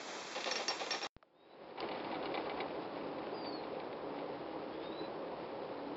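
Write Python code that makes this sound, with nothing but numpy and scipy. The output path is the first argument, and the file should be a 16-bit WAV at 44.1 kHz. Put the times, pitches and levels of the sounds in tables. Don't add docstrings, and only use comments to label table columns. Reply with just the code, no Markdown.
import sys
import numpy as np
from scipy import signal
from scipy.fft import rfft, irfft
from scipy.io import wavfile
from scipy.ndimage import uniform_filter1d

SR = 44100
rng = np.random.default_rng(int(sys.argv[2]) if len(sys.argv) > 2 else 0)


def unload_wav(signal):
    wavfile.write(
        sys.argv[1],
        SR,
        np.round(np.clip(np.atleast_2d(signal).T, -1, 1) * 32767).astype(np.int16),
    )


N = 262836
TIME = np.arange(N) / SR

# f/Hz, relative level/dB
HISS_EQ = [(50, -42), (100, -19), (170, -8.5), (300, 2), (800, 1.5), (1500, -4.5), (2500, -5), (3500, -6.5),
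           (5000, -9.5), (7300, -12), (8000, -27)]
RUMBLE_EQ = [(25, -31), (45, -26.5), (62, -14.5), (90, -20.5), (125, -12), (200, -8), (300, -1), (450, 2),
             (620, -3), (800, -2), (1100, -8.5), (1500, -20), (2500, -30.5), (5000, -40)]
SCRAPE_EQ = [(700, 1.5), (1400, 4), (2000, 2.5), (2700, 2), (3200, -1.5), (4200, -2.3), (5200, -7.3),
             (5800, -51)]
# f/Hz, relative level/dB
TOWER_THUD_EQ = [(120, -22), (250, -10), (420, -1.5), (850, -8.5), (1200, -5.5), (1700, -26.5),
                 (3000, -28.5)]
TOWER_CRACK_EQ = [(700, -14), (1700, -4.5), (2500, 2), (3000, -2), (3600, 1.5), (4700, -6), (6200, -11),
                  (7800, -31.5)]
STATION_THUD_EQ = [(100, -23), (200, -11), (350, -3.5), (850, 1), (1200, -3.5), (1800, -16.5), (3000, -36)]
STATION_CRACK_EQ = [(700, -3), (1500, -2), (2300, 6), (3100, -2.5), (3700, -3), (4500, -5.5), (5600, -25)]
SNAP_EQ = [(300, -3), (700, 3), (2000, -0.5), (3500, 0.5), (5000, 0), (6000, -21.5)]
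# f/Hz, bandwidth/Hz, gain/dB
FRAME_RESONANCES = [(158, 7.4, -16.5), (173.3, 11, -7), (221, 11, -7), (337.5, 0.87, 2.5), (359, 1.3, 4),
                    (400.6, 5.4, 0.5), (417.1, 5.7, 3.5), (512.8, 10, 4), (547, 11, 3.5), (750, 7.3, -14.5)]
TOWER_RESONANCES = [(525, 40, -3.5), (805, 100, 4), (1810, 55, 0), (2460, 31, -17), (2766, 51, 3.5)]
ARM_RESONANCES = [(324, 100, 1), (754, 93, 1), (2003, 44, -1), (2280, 44, 0.5), (2890, 79, -0.5),
                  (3550, 83, -1), (3700, 40, 1.5), (4170, 68, -1.5)]
# f/Hz, relative level/dB, t60/s
GRIP_PARTIALS = [(1818, -4.5, 0.06), (2510, -9.5, 0.04), (2750, -8, 0.07), (3500, -16, 0.09),
                 (4240, -13.5, 0.094), (4445, -13, 0.078), (4655, -14, 0.15), (5508, -7, 0.18),
                 (5893, -14.5, 0.17), (6040, -10.5, 0.04), (6200, -4.5, 0.04)]
SHEAVE_PARTIALS = [(534, 2.5, 0.055), (792, 0.5, 0.05), (1155, -8, 0.045)]
ARM_PARTIALS = [(2070, -2, 0.06), (2300, 0.5, 0.07), (2750, -3, 0.029), (2885, -3, 0.055),
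                (3470, -2, 0.053), (3830, -3.5, 0.065), (4220, -4.5, 0.05), (4670, -13, 0.068)]
BOOM_PARTIALS = [(346, -1, .13), (420, -7, .1), (780, -5, 0.055)]

# f/Hz, base level against the rumble/dB, list of swells t/s
DRIVE_NOTES = [(287.2, -16.5, (2.55, 3.1, 3.5, 4.1, 4.4, 5.85)),
               (319.8, -13.5, (2.35, 2.85, 3.5, 4.55, 5.0))]
# t/s, f/Hz, level/dB, waver depth/Hz
BIRD_WHISTLES = [
    [(1.25, 3280, -70, 10), (1.325, 3330, -74, 10), (1.362, 3670, -61, 13), (1.45, 3830, -58, 30),
     (1.47, 3870, -65, 53), (1.545, 3980, -59.5, 50)],
    [(3.335, 4700, -66, 20), (3.346, 4920, -54.5, 15), (3.41, 4740, -55, 16), (3.475, 4590, -49.5, 18),
     (3.5, 4550, -52, 26), (3.513, 4420, -57, 230), (3.523, 4750, -57, 230), (3.531, 4340, -50, 26),
     (3.553, 4430, -49.5, 25), (3.585, 4150, -53, 54), (3.612, 4120, -55, 160)],
    [(4.705, 3300, -65, 9), (4.805, 3400, -64, 15), (4.82, 3500, -66, 130), (4.845, 3670, -59, 18),
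     (4.885, 3700, -54, 14), (4.91, 3740, -59, 45), (4.93, 3870, -56, 70), (4.968, 3980, -58.5, 55),
     (4.992, 3980, -51, 60), (5.02, 3980, -57, 75), (5.055, 4000, -55.5, 40), (5.09, 4000, -69, 40)],
]
# t/s, f/Hz, level/dB, waver depth/Hz
BIRD_UNDERVOICE = [(4.9, 3680, -64, 40), (4.935, 3700, -63, 60), (4.96, 3780, -66, 90),
                   (5.0, 3770, -66, 90)]
# t/s, level/dB, f/Hz, t60/s
HUSH_CLICKS = [(1.1655, -38.5, 45, 0.0089), (1.227, -45.5, 1220, 0.0094), (1.23, -52.5, 636, 0.031)]
# t/s, level/dB, hardness/dB
GRIP_HITS = [(0.511, -32.5, 0), (0.5557, -34.5, 1.5), (0.681, -31, 1), (0.9083, -30, -1.5),
             (0.945, -38, -6.5), (1.0255, -38, -17)]
# tick/dB, thud/dB, crack/dB, ring/dB
TOWER_HITS = [(0.351, -29, -42, -39.5, -48), (0.359, -26, -40, -43, -38.5), (0.372, -37, -43.5, -49, -35),
              (0.405, -24.5, -47, -42, -54), (0.443, -19.5, -48.5, -44, -58), (0.458, -27, -34, -34.5, -37),
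              (0.474, -23.5, -39.5, -40, -36), (0.513, -16, -37.5, -40, -49),
              (0.555, -20.5, -39.5, -36.5, -52), (0.581, -27.5, -38.5, -42, -42),
              (0.6, -31.5, -36.5, -41, -36.5), (0.681, -21.5, -36.5, -42.5, -51),
              (0.702, -21.5, -35, -38, -32), (0.796, -29, -37.5, -37, -43), (0.814, -26, -46.5, -47, -30.5),
              (0.864, -24, -41, -46.5, -51), (0.907, -18, -37.5, -37, -50), (0.922, -31, -37, -38, -45),
              (0.94, -27.5, -37, -39.5, -43.5), (1.015, -23.5, -42.5, -41, -54),
              (1.027, -23.5, -38.5, -43, -54), (1.045, -30, -37, -39.5, -49)]
# t/s, level/dB, t60/s
GRIP_SNAP = (1.8036, -35, 0.021)
# tick/dB, thud/dB, crack/dB, ring/dB, and ring tilt/(dB per octave)
STATION_HITS = [(1.775, -39, -38, -45.5, -54, 0), (1.826, -32.5, -35.5, -44.5, -56, 0),
                (1.888, -29.5, -44, -44.5, -49, 0), (1.913, -33.5, -38, -41.5, -45.5, 5),
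                (1.945, -44.5, -43.5, -43, -51, 2), (2, -38.5, -40.5, -47.5, -53, -4),
                (2.0457, -37, -37.5, -45.5, -49, 0), (2.115, -34.5, -33.5, -43, -50, -4),
                (2.1423, -36.5, -35, -41.5, -48, -3), (2.154, -33, -40.5, -45, -55, 4),
                (2.2254, -40, -36, -44.5, -54, 0), (2.2565, -26.5, -38.5, -47.5, -42.5, -4),
                (2.342, -28, -32.5, -41, -43, 4.5), (2.353, -29, -36.5, -47, -48, -8),
                (2.3747, -30, -35.5, -43, -44, -3), (2.458, -38, -33.5, -43.5, -51, -4),
                (2.496, -30.5, -36, -47, -44, -10.5), (2.5737, -40.5, -33, -46.5, -56, 0),
                (2.603, -28.5, -32, -41, -39.5, 4), (2.744, -43.5, -42.5, -51, -57, 0),
                (2.9591, -37.5, -45, -50, -54, 4), (3.0114, -40, -48, -56, -59, 1),
                (3.1825, -41, -44.5, -54, -51.5, 3), (3.4443, -41.5, -40, -48, -53, -1),
                (3.457, -39.5, -45, -51.5, -52, 0), (3.635, -38.5, -42, -52, -51.5, 7),
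                (3.7997, -31, -42, -56, -57, -8.5), (3.928, -33.5, -52, -53, -54, 4),
                (4.188, -36, -47, -53, -64, 0)]


def from_db(db):
    return 10 ** (np.asarray(db) / 20)


def unit_rms(x):
    return x / np.sqrt(np.mean(x ** 2) + 1e-20)


def drift(rate_hz):
    hz = np.fft.rfftfreq(N, 1 / SR)
    return unit_rms(irfft(rfft(rng.standard_normal(N)) / (1 + (hz / rate_hz) ** 2), N))


def tone(hz):
    return np.sin(2 * np.pi * np.cumsum(hz) / SR)


def equalise(x, curve):
    hz, db = np.transpose(curve)
    log_hz = np.log(np.fft.rfftfreq(N, 1 / SR) + 1)
    gain = from_db(np.interp(log_hz, np.log(hz), db, left=-60, right=-60))
    return irfft(rfft(x) * unit_rms(gain), N)


def low_pass(x, hz):
    return signal.sosfilt(signal.ellip(8, .3, 70, hz, fs=SR, output="sos"), x)


def grains(per_s, spread_db):
    sizes = from_db(spread_db * np.clip(rng.standard_normal(N), -2, 2)) * rng.choice([-1, 1], N)
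    return unit_rms(sizes * (rng.random(N) < per_s / SR))


def resonate(x, resonances):
    out = np.zeros(N)
    for hz, width, db in resonances:
        r = np.exp(-np.pi * width / SR)
        poles = [1, -2 * r * np.cos(2 * np.pi * hz / SR), r * r]
        out += from_db(db) * (1 - r * r) / 2 * signal.lfilter([1, 0, -1], poles, x + 1e-18)
    return out


def hit_envelope(times, levels_db, t60, attack_s):
    energy = np.zeros(N)
    energy[np.round(np.asarray(times) * SR).astype(int)] = from_db(levels_db) ** 2
    tails = signal.lfilter([1], [1, -from_db(-60 / (t60 * SR)) ** 2], energy + 1e-24)
    r = np.exp(-1 / (attack_s * SR))
    return np.sqrt(signal.lfilter([1 - r], [1, -r], tails))


def knocks(hits, thud_eq, crack_eq, trims_db, t60s, chatter_per_s):
    times, tick_db, thud_db, crack_db, *_ = np.transpose(hits)
    tick = hit_envelope(times, tick_db + trims_db[0], t60s[0], attack_s=0.00032)
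    thud = hit_envelope(times, thud_db + trims_db[1], t60s[1], attack_s=0.01)
    crack = hit_envelope(times, crack_db + trims_db[2], t60s[2], attack_s=0.003)
    tick *= rng.standard_normal(N)
    crack *= grains(chatter_per_s, spread_db=2.5)
    thud *= rng.standard_normal(N)
    return equalise(tick + crack, crack_eq) + equalise(thud, thud_eq)


def ring_out(times, levels_db, partials, spread_db, detune, attack_s, tilts_db=0):
    out = np.zeros(N)
    age = TIME[:SR // 4]
    hz, db, t60 = np.transpose(partials)[:, :, None]
    octaves = np.log2(hz) - np.log2(hz).mean()
    envelopes = from_db(db - 60 * age / t60) * (1 - np.exp(-age / attack_s))
    for s, level_db, tilt_db in np.broadcast(times, levels_db, tilts_db):
        strength, pitch, phase = rng.standard_normal((3, len(partials), 1))
        sines = np.sin(2 * np.pi * (hz * (1 + detune * pitch) * age + phase))
        gains = from_db(level_db + tilt_db * octaves + spread_db * strength)
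        start = round(s * SR)
        out[start:start + len(age)] += np.sum(gains * envelopes * sines, axis=0)
    return out


def slope_hiss():
    return from_db(-46.5 + 1.1 * drift(5.2)) * equalise(rng.standard_normal(N), HISS_EQ)


def bird(waver_hz=75, flutter_db=1.9):
    song = np.zeros(N)
    waver = 0.62 * tone(waver_hz + 12 * drift(23)) + 0.4 * drift(200)
    flutter = from_db(-0.5 + flutter_db * drift(35))
    for whistle in BIRD_WHISTLES + [BIRD_UNDERVOICE]:
        times, *curves = np.transpose(whistle)
        hz, db, depth_hz = (np.interp(TIME, times, curve) for curve in curves)
        gate = uniform_filter1d(1. * ((TIME > times[0]) & (TIME < times[-1])), size=300)
        song += gate * flutter * from_db(db) * tone(hz + depth_hz * waver)
    delays = (rng.uniform(0.01, 0.049, 6) * SR).astype(int)
    return song + from_db(-26) * sum(np.roll(song, delay) for delay in delays)


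def clicks():
    out = np.zeros(N)
    age = TIME[:SR // 20]
    for s, db, hz, t60 in HUSH_CLICKS:
        start = round(s * SR)
        out[start:start + len(age)] += from_db(db - 60 * age / t60) * np.cos(2 * np.pi * hz * age)
    return out


def drive_hum(swell_db=8.5, swell_width_s=0.1):
    hum = np.zeros(N)
    for hz, db, times in DRIVE_NOTES:
        swells = sum(np.exp(-.5 * ((TIME - s) / swell_width_s) ** 2) for s in times)
        hum += from_db(db + swell_db * swells + 2 * drift(5)) * tone(hz + 1.9 * drift(5.1))
    return hum


def wheel(loading_s=0.013, hanger_leaves_s=2.44, easing_s=0.83):
    rolling = equalise(grains(per_s=5000, spread_db=2.5), RUMBLE_EQ) * from_db(-3 + 0.46 * drift(16))
    drone = from_db(-7.5) * unit_rms(resonate(rng.standard_normal(N), FRAME_RESONANCES))
    rumble = rolling + drone + drive_hum()
    scrape = equalise(grains(per_s=4500, spread_db=4), SCRAPE_EQ) * from_db(1.1 * drift(13))
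    idle_db = -8.5 * np.clip((GRIP_SNAP[0] - TIME) / loading_s, 0, 1)
    easing = np.exp(-np.maximum(TIME - hanger_leaves_s, 0) / easing_s)
    rumble *= from_db(-42.5 + idle_db + 1.5 * easing)
    scrape *= from_db(-59 + idle_db + 5 * easing)
    return rumble + scrape


def grip_clinks(screech_hz=5480, slide_delay_s=0.011, slide_width_s=0.0051):
    ring, slide = np.zeros((2, N))
    age = TIME[:SR // 3]
    for s, level_db, hardness_db in GRIP_HITS:
        start = round(s * SR)
        slide += from_db(level_db - 4) * np.exp(-.5 * ((TIME - s - slide_delay_s) / slide_width_s) ** 2)
        for k, (hz, db, t60) in enumerate(GRIP_PARTIALS):
            onset_db = level_db + db + hardness_db * (t60 < .16) + rng.normal(0, 2.6)
            envelope = from_db(onset_db - 60 * age / t60)
            ring[start:start + len(age)] += (-1) ** k * envelope * np.sin(2 * np.pi * hz * age)
    return ring + slide * tone(screech_hz + 14 * drift(165))


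def hanger_at_tower(low_cut_hz=130):
    hits = knocks(TOWER_HITS, TOWER_THUD_EQ, TOWER_CRACK_EQ,
                  trims_db=(-11.5, -2, -3), t60s=(0.018, 0.11, 0.28), chatter_per_s=7000)
    times, *_, ring_db = np.transpose(TOWER_HITS)
    sheaves = ring_out(times, ring_db, SHEAVE_PARTIALS, spread_db=2, detune=0.025, attack_s=0.0043)
    tower = from_db(0.5) * resonate(hits, TOWER_RESONANCES)
    steel = from_db(-2) * hits + tower + sheaves + grip_clinks()
    return signal.sosfilt(signal.butter(2, low_cut_hz, "high", fs=SR, output="sos"), steel)


def hanger_at_station(boom_s=1.827, boom_db=-34.5):
    hits = knocks(STATION_HITS, STATION_THUD_EQ, STATION_CRACK_EQ,
                  trims_db=(-9, -6, -3.5), t60s=(0.011, 0.14, 0.062), chatter_per_s=1700)
    times, *_, ring_db, tilts_db = np.transpose(STATION_HITS)
    ring = ring_out(times, ring_db, ARM_PARTIALS,
                    spread_db=1.5, detune=0.0047, attack_s=0.0016, tilts_db=tilts_db)
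    arm = from_db(-1) * resonate(hits, ARM_RESONANCES) + from_db(-3) * ring
    boom = ring_out([boom_s], [boom_db], BOOM_PARTIALS, spread_db=2, detune=0.003, attack_s=0.0018)
    snap_s, snap_db, snap_t60 = GRIP_SNAP
    snap = hit_envelope([snap_s], [snap_db], snap_t60, attack_s=0.00035) * rng.standard_normal(N)
    return equalise(snap, SNAP_EQ) + boom + from_db(-1.5) * hits + arm


def scene(cut_s=1.07, fade_start_s=1.17, fade_end_s=1.664, fade_db_per_s=54.5):
    notch = signal.iirnotch(2880, Q=8.7, fs=SR)
    tower = signal.lfilter(*notch, slope_hiss() + hanger_at_tower())
    tower *= np.where(TIME < cut_s, 1, from_db(-20.5 - 1340 * np.abs(TIME - cut_s)))
    fade_in = from_db(fade_db_per_s * np.minimum(TIME - fade_end_s, 0)) * (TIME > fade_start_s)
    station = (bird() + wheel() + hanger_at_station()) * fade_in
    hush = from_db(-99) * rng.standard_normal(N)
    return (hush + tower + low_pass(station + clicks(), hz=5400))[None]


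def record(dry):
    return low_pass(dry, hz=7600)


dry = scene()
out = record(dry)
unload_wav(out)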